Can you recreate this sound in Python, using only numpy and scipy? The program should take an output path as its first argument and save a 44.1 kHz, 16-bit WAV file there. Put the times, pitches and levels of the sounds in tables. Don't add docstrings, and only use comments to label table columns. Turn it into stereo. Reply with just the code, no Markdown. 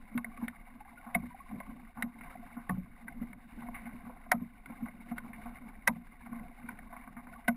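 import sys
import numpy as np
from scipy import signal
from scipy.fft import rfft, irfft
from scipy.io import wavfile
from scipy.ndimage import uniform_filter1d

SR = 44100
rng = np.random.default_rng(int(sys.argv[2]) if len(sys.argv) > 2 else 0)


def inscribe(sig):
    pcm = np.round(np.clip(np.atleast_2d(sig).T, -1, 1) * 32767)
    wavfile.write(sys.argv[1], SR, pcm.astype(np.int16))


N = 333396
TIME = np.arange(N) / SR

# forward swing, full reach, catch and finish, all in seconds.
STROKE_TIMES = [(0.08, 0.152, 0.427, 1.153), (1.48, 1.685, 2.035, 2.697), (3.02, 3.215, 3.571, 4.338),
                (4.66, 4.822, 5.116, 5.883), (6.26, 6.345, 6.686, 7.482)]
STROKE_LEVELS = [(-26, -32, -31, -33, -15, -46, -67, -12), (-41, -33.5, -52, -29, -3, -41, -54, 0),
                 (-30, -34, -28, -34.5, -4.5, -49, -51, -1), (-33.5, -38, -29.5, -31, -10.5, -52, -51, 3.5),
                 (-40, -48, -25.5, -41, -26, -58, -55, -2)]
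# start in seconds, level in dB,
# middle pitch in Hz, fade time in seconds, relative level of the hull's boom in dB.
WATER_SLAPS = [(0.413, -46.5, 750, 0.025, -45), (1.063, -46.5, 890, 0.07, -43.5),
               (1.235, -49, 870, 0.0032, -40.5), (1.511, -46.5, 900, 0.008, -44),
               (1.97, -43, 870, 0.045, -36.5), (2.209, -45, 1940, 0.0082, -42.5),
               (2.567, -46.5, 1160, 0.033, -38.5), (3.619, -45, 850, 0.01, -42),
               (3.685, -41, 890, 0.0031, -43), (3.743, -42, 2150, 0.038, -58),
               (3.855, -49.5, 1820, 0.021, -40.5), (4.091, -47.5, 565, 0.015, -57),
               (4.695, -48.5, 820, 0.01, -39.5), (4.857, -45.5, 1110, 0.0088, -46),
               (5.113, -42, 780, 0.012, -45), (5.331, -45, 2090, 0.016, -54), (5.455, -44, 710, 0.035, -42),
               (6.26, -49, 1100, 0.0091, -47.5), (6.324, -46, 1090, 0.041, -60),
               (6.925, -46.5, 900, 0.029, -51), (6.965, -45, 1410, 0.0096, -50),
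               (7.074, -45.5, 1010, 0.0066, -45), (7.166, -47, 1320, 0.026, -47),
               (7.269, -48.5, 1200, 0.0097, -53)]


def amp(db):
    return 10 ** (np.asarray(db) / 20)


def unit(x):
    return x / np.sqrt(np.mean(x ** 2) + 1e-20)


def crest(x):
    return x / np.sqrt(uniform_filter1d(x ** 2, size=132).max() + 1e-20)


def add(mix, start_s, sound):
    part = mix[max(round(start_s * SR), 0):][:len(sound)]
    part += sound[:len(part)]


def noise(points):
    hz, db = np.transpose(points)
    gain = amp(np.interp(np.log(np.fft.rfftfreq(N, 1 / SR) + 1), np.log(hz), db, right=-120))
    return unit(irfft(rfft(rng.standard_normal(N)) * gain, N))


def drift(rate_hz):
    gain = np.exp(-(np.fft.rfftfreq(N, 1 / SR) / rate_hz) ** 2)
    return unit(irfft(rfft(rng.standard_normal(N)) * gain, N))


def swell(start_s, rise_s, hold_s, fade_s):
    t = TIME - start_s
    return np.clip(t / rise_s, 0, 1) * np.exp(-np.maximum(t - rise_s - hold_s, 0) / fade_s)


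def ring(hz, t60, rise_s, glide):
    t = np.arange(0, t60 + 4 * rise_s, 1 / SR)
    turns = hz * (t + .5 * glide * t ** 2 / t60)
    soft_start = 1 - np.exp(-(t / rise_s) ** 2)
    return np.sin(2 * np.pi * turns) * soft_start * np.exp(-np.log(1000) * t / t60)


def through_case(x):
    # pitch in Hz, width in Hz, level in dB.
    resonances = [(527, 74, -8.5), (710.4, 92, 3), (812, 230, -2.5), (1073, 322, -1), (1505, 366, -5.5),
                  (1840, 550, -11.5), (2139, 455, -3), (2720, 660, -20), (3724, 690, -26),
                  (4750, 3100, -34)]
    f = abs(np.fft.fftfreq(4096, 1 / SR))
    power = sum(amp(db) ** 2 / (1 + (2 * (f - hz) / width) ** 2) ** 3 for hz, width, db in resonances)
    log_gain = .5 * np.log(power + 1e-9)
    spectrum = np.exp(np.conj(signal.hilbert(log_gain)))
    response = np.fft.ifft(spectrum).real
    return signal.oaconvolve(x, response[:len(f) // 2])[:N]


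def gunwale(x, echo_db=-15.0, t60=0.05):
    t = np.arange(len(x)) / SR
    soft_start = 1 - np.exp(-(t / 0.00058) ** 2)
    echoes = rng.standard_normal(len(t)) * soft_start * np.exp(-np.log(1000) * t / t60)
    return x + amp(echo_db) * signal.fftconvolve(x, echoes / np.linalg.norm(echoes))[:len(x)]


def stirring(rise_s=0.024, steady_lap=0.57):
    lapping, splashing, push = (np.full(N, amp(db)) for db in (-64.5, -64.5, -62.5))
    for (swing_s, _, catch_s, finish_s), (*_, push_db, stir_db) in zip(STROKE_TIMES, STROKE_LEVELS):
        entry_s = catch_s - 0.064
        swing = swell(swing_s, rise_s, hold_s=0.21, fade_s=0.099)
        dip = amp(-60.5) * swell(entry_s, rise_s=0.06, hold_s=0, fade_s=0.047)
        pull = swell(entry_s, rise_s, hold_s=finish_s - entry_s, fade_s=0.1)
        churn = amp(stir_db) * swell(entry_s, rise_s=0.37, hold_s=0, fade_s=0.36)
        shove = amp(push_db) * pull * swell(entry_s, rise_s, hold_s=0, fade_s=0.58)
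        lapping = np.hypot(lapping, amp(-60.5) * swing + amp(-57.5) * np.hypot(steady_lap * pull, churn))
        splashing = np.hypot(splashing, amp(-71) * swing + amp(-63.5) * churn + dip)
        push = np.hypot(push, amp(-56.5) * swing + shove)
    return lapping, splashing, push


def rumble(push, level_db=-55, gust_db=2.0):
    # pitch in Hz, relative level in dB.
    rumble_tone = [(8, -13), (18, -2.5), (28, 0), (42, -10), (65, -14.5), (100, -25), (200, -29.5),
                   (600, -38)]
    shaking = noise(rumble_tone) * push ** 0.38 * amp(gust_db * drift(rate_hz=7.9))
    return unit(shaking) * amp(level_db)


def bubbles(low_hz, high_hz, per_s, cycles, spread_db, sizes=22):
    out = np.zeros(N)
    for hz in np.geomspace(low_hz, high_hz, sizes):
        when, luck = rng.random((int(per_s * N / SR / sizes), 2)).T
        pops = np.zeros(N)
        pops[(when * N).astype(int)] = amp(spread_db * np.minimum(-np.log(1 - luck), np.pi))
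        bubble = ring(hz, t60=cycles / hz, rise_s=1 / hz, glide=0.14)
        out += signal.oaconvolve(pops, bubble)[:N] * hz / low_hz
    return unit(out)


def water(lapping, splashing):
    wash = noise([(300, -11.5), (500, -15), (1200, -11), (1700, -17.5), (3000, -52)])
    spray = noise([(700, -40.0), (1400, -7.5), (2200, -1.5), (3500, 7.0), (6000, 4)])
    lap = bubbles(low_hz=532.4, high_hz=1330, per_s=200, cycles=54, spread_db=3.8) + amp(-1.5) * wash
    splash = bubbles(low_hz=1346, high_hz=3020, per_s=550, cycles=42, spread_db=4.5) + amp(6.5) * spray
    slosh_db = 2.7 * drift(rate_hz=27)
    return (unit(through_case(lap)) * lapping * amp(slosh_db - 2)
            + unit(through_case(splash)) * splashing * amp(slosh_db))


def plops(rise_s=0.00494):
    # time in seconds, relative level in dB, pitch in Hz, ring time in seconds.
    big_bubbles = [(0.807, -42.5, 829, 0.06), (0.854, -48, 774, 0.062), (0.975, -47.5, 1430, 0.096),
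                   (1.306, -46.5, 967, 0.095), (1.346, -40, 760, 0.034), (1.403, -41.5, 1084, 0.065),
                   (2.355, -38, 724, 0.029), (4.265, -46, 690, 0.056), (7.334, -44.5, 1440, 0.029),
                   (7.359, -44, 1120, 0.053)]
    out = np.zeros(N)
    for time_s, level_db, hz, t60 in big_bubbles:
        plop = gunwale(ring(hz, t60, rise_s, glide=0.082))
        add(out, time_s - rise_s / 2, amp(level_db - 5) * crest(plop))
    return out


def slap(hz, fade_s, width_octaves=0.74, rise_s=0.00072):
    t = np.arange(SR // 6) / SR
    f = np.fft.rfftfreq(len(t), 1 / SR) + 1
    band = np.exp(-.5 * (np.log2(f / hz) / width_octaves) ** 2)
    crowd = irfft(rfft(rng.standard_normal(len(t))) * band, len(t))
    return crest(through_case(crowd * (1 - np.exp(-t / rise_s)) * np.exp(-t / fade_s)))


def slaps(lapping, low_hz=600, high_hz=2300, wavelets=50):
    out = np.zeros(N)
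    for k, (when, size, pitch) in enumerate(rng.random((wavelets, 3))):
        at = int((k + when) * N / wavelets)
        strength = lapping[at] * amp(1.5 + 4 * size)
        add(out, at / SR, strength * slap(low_hz * (high_hz / low_hz) ** pitch, fade_s=0.012))
    for start_s, level_db, hz, fade_s, _ in WATER_SLAPS:
        add(out, start_s, amp(level_db) * slap(hz, fade_s))
    return out


def jolts():
    # pitch in Hz, relative level in dB.
    jolt_tone = [(35, -8), (60, -2), (100, -8.5), (170, -4), (260, -13.5), (400, -33)]
    shake = np.zeros(N)
    for (*_, finish_s), (*_, jolt_db, _, _) in zip(STROKE_TIMES, STROKE_LEVELS):
        shake += amp(jolt_db) * swell(finish_s, rise_s=0.028, hold_s=0, fade_s=0.073)
    return noise(jolt_tone) * shake


def thumps(boom_hz=238.4, deep_hz=181.2, settle_s=0.075):
    rows = [(time_s, boom_db, boom_hz, 0.22) for time_s, *_, boom_db in WATER_SLAPS]
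    for (_, reach_s, catch_s, finish_s), levels in zip(STROKE_TIMES, STROKE_LEVELS):
        reach_db, catch_db, finish_db, deep_db, settle_db, *_ = levels
        rows += [(reach_s, reach_db, boom_hz, 0.17), (catch_s, catch_db, boom_hz, 0.23)]
        for level_db, hz in (finish_db, boom_hz), (deep_db, deep_hz):
            rows.append((finish_s, level_db, hz, 0.23))
            rows.append((finish_s + settle_s, level_db + settle_db, hz, 0.2))
    return rows


def hull(push, rise_s=0.00796, shudder_s=0.012, detune=0.0088):
    # pitch in Hz, relative level in dB.
    hull_tone = [(60, -19), (105, -15.5), (150, -11), (185, -7.5), (215, -0.5), (238, 3.5), (268, -6),
                 (310, -17), (400, -28.5), (600, -25), (1200, -75)]
    out, shudder = np.zeros(N), np.zeros(N)
    t = np.arange(SR // 4) / SR
    for time_s, level_db, hz, t60 in thumps():
        start_s = time_s - rise_s / 2
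        hz *= 1 + detune * rng.standard_normal()
        boom = ring(hz, t60, rise_s, glide=-0.008)
        undertone = ring(hz * 0.704, t60 * 0.92, rise_s, glide=-0.032)
        add(out, start_s, amp(level_db - 3) * crest(boom))
        add(out, start_s, amp(level_db - 21) * crest(undertone))
        add(shudder, start_s, amp(level_db - 9) * t / shudder_s * np.exp(1 - t / shudder_s))
    murmur = push * amp(2.5 + 3.5 * drift(rate_hz=12.3))
    return out + noise(hull_tone) * np.hypot(murmur, shudder)


def blows(hard_db=-26.5, graze_s=0.00304, rebound_s=0.0065):
    # start in seconds, clack level in dB, hollow wood compared with the clack in dB,
    # treble boost in dB, ring time multiplier, chatter compared with the blow in dB.
    knocks = [(0.1769, -34.5, -5, 8, 1.1, -3), (0.245, -33.5, -13, -3, 0.43, -14),
              (0.3745, -50, 1.5, -6, 0.75, -3), (0.4814, -35, -21.5, 4, 0.53, -6),
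              (1.148, -23, -4, 6, 0.8, -0.5), (1.6018, -42.5, -0.5, -3, 0.91, -7.5),
              (2.024, -26.5, -13, 7.5, 0.39, -1.5), (2.693, -32, 0, 4.5, 0.99, 7),
              (3.0809, -39.5, -15, -10, 0.45, -1), (3.3308, -47, -8, -15, 0.64, -23),
              (4.3169, -15.5, -3.5, 3.5, 0.49, -4), (4.6593, -44.5, -11, -9, 0.49, -5),
              (4.8828, -46.5, -6, -5, 1.2, -2), (5.1814, -35.5, -18, 2, 0.83, -4),
              (5.875, -14.5, -7, 2, 0.61, -5.5), (5.8825, -24, -41, 4, 0.27, -29),
              (6.6877, -38.5, -6, -19, 0.67, -3), (6.7888, -46, -16, -22, 0.64, -13),
              (7.4802, -22, -4.5, 8, 0.57, 2)]
    rows = list(knocks)
    for start_s, level_db, *tone in knocks:
        if level_db > hard_db:
            rows.append((start_s - graze_s, level_db - 18, *tone))
            rows.append((start_s + rebound_s, level_db - 13.5, *tone))
    return rows


def oarlocks(chatter_s=0.0031, scatter_db=4.0, detune=0.0052, wood_lag_s=0.00162):
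    # pitch in Hz, relative level in dB,
    # base ring time in seconds.
    lock_notes = [(530, -21, .05), (695, -3, .06), (760, -7, .035), (860, -8, .03), (1010, -3, .035),
                  (1090, -3, .035), (1220, -8, .028), (1490, -5, .045), (1610, -7, .025), (1790, -7, .025),
                  (1960, -1, .028), (2160, 0, .036), (2290, -9, .028), (2560, -20, .025), (2730, -24, .022),
                  (3000, -32, .022), (3740, -22, .024), (3950, -27, .018), (4900, -33, .008)]
    hz, db, t60 = np.transpose(lock_notes)[:, :, None]
    signs = (-1.) ** np.arange(len(hz))[:, None]
    hollow, bright = hz[:, 0] < 1400, hz > 2450
    out = np.zeros(N)
    t = np.arange(SR // 6) / SR
    for start_s, level_db, hollow_db, treble_db, ring_scale, chatter_db in blows():
        spot, tuning = rng.standard_normal((2, len(hz), 1))
        strengths = signs * amp(db + scatter_db * spot + treble_db * bright)
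        notes = strengths * np.sin(2 * np.pi * hz * (1 + detune * tuning) * t)
        notes *= np.exp(-np.log(1000) * t / (t60 * ring_scale))
        chatter = rng.standard_normal(len(t)) * t * np.exp(-2 * t / chatter_s)
        force = gunwale((t == 0) + amp(chatter_db) * chatter / np.linalg.norm(chatter))
        clack = crest(signal.fftconvolve(force, notes[~hollow].sum(0))[:len(t)])
        wood = crest(signal.fftconvolve(force, notes[hollow].sum(0))[:len(t)])
        wood = gunwale(wood, echo_db=-4.5, t60=0.087)
        add(out, start_s, amp(level_db) * clack)
        add(out, start_s + wood_lag_s, amp(level_db + hollow_db) * wood)
    return out


def scene():
    lapping, splashing, push = stirring()
    boat = oarlocks() + hull(push) + jolts()
    mix = boat + water(lapping, splashing) + slaps(lapping) + plops() + rumble(push)
    return np.array([mix, mix])


def record(dry, ceiling_db=-15.5, threshold_db=-26.5, squeeze=0.37, attack_s=0.006, hold_hz=12000):
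    power_db = 10 * np.log10(abs(uniform_filter1d(dry[0] ** 2, size=200)) + 1e-12)
    fall_db = 53 * TIME
    peak_db = np.maximum.accumulate(power_db + fall_db) - fall_db
    over_db = np.maximum(peak_db - threshold_db, 0)
    lag = np.exp(-1 / (attack_s * SR))
    turned_down = dry[0] / amp(squeeze * signal.lfilter([1 - lag], [1, -lag], over_db))
    samples = np.clip(signal.resample_poly(turned_down, hold_hz, SR), -amp(ceiling_db), amp(ceiling_db))
    held = signal.resample_poly(np.repeat(samples, 4), SR, 4 * hold_hz)[:N]
    low_pass = signal.firwin(255, cutoff=15600, window=("kaiser", 8), fs=SR)
    return np.tile(signal.oaconvolve(held, low_pass, "same"), (2, 1))


dry = scene()
out = record(dry)
inscribe(out)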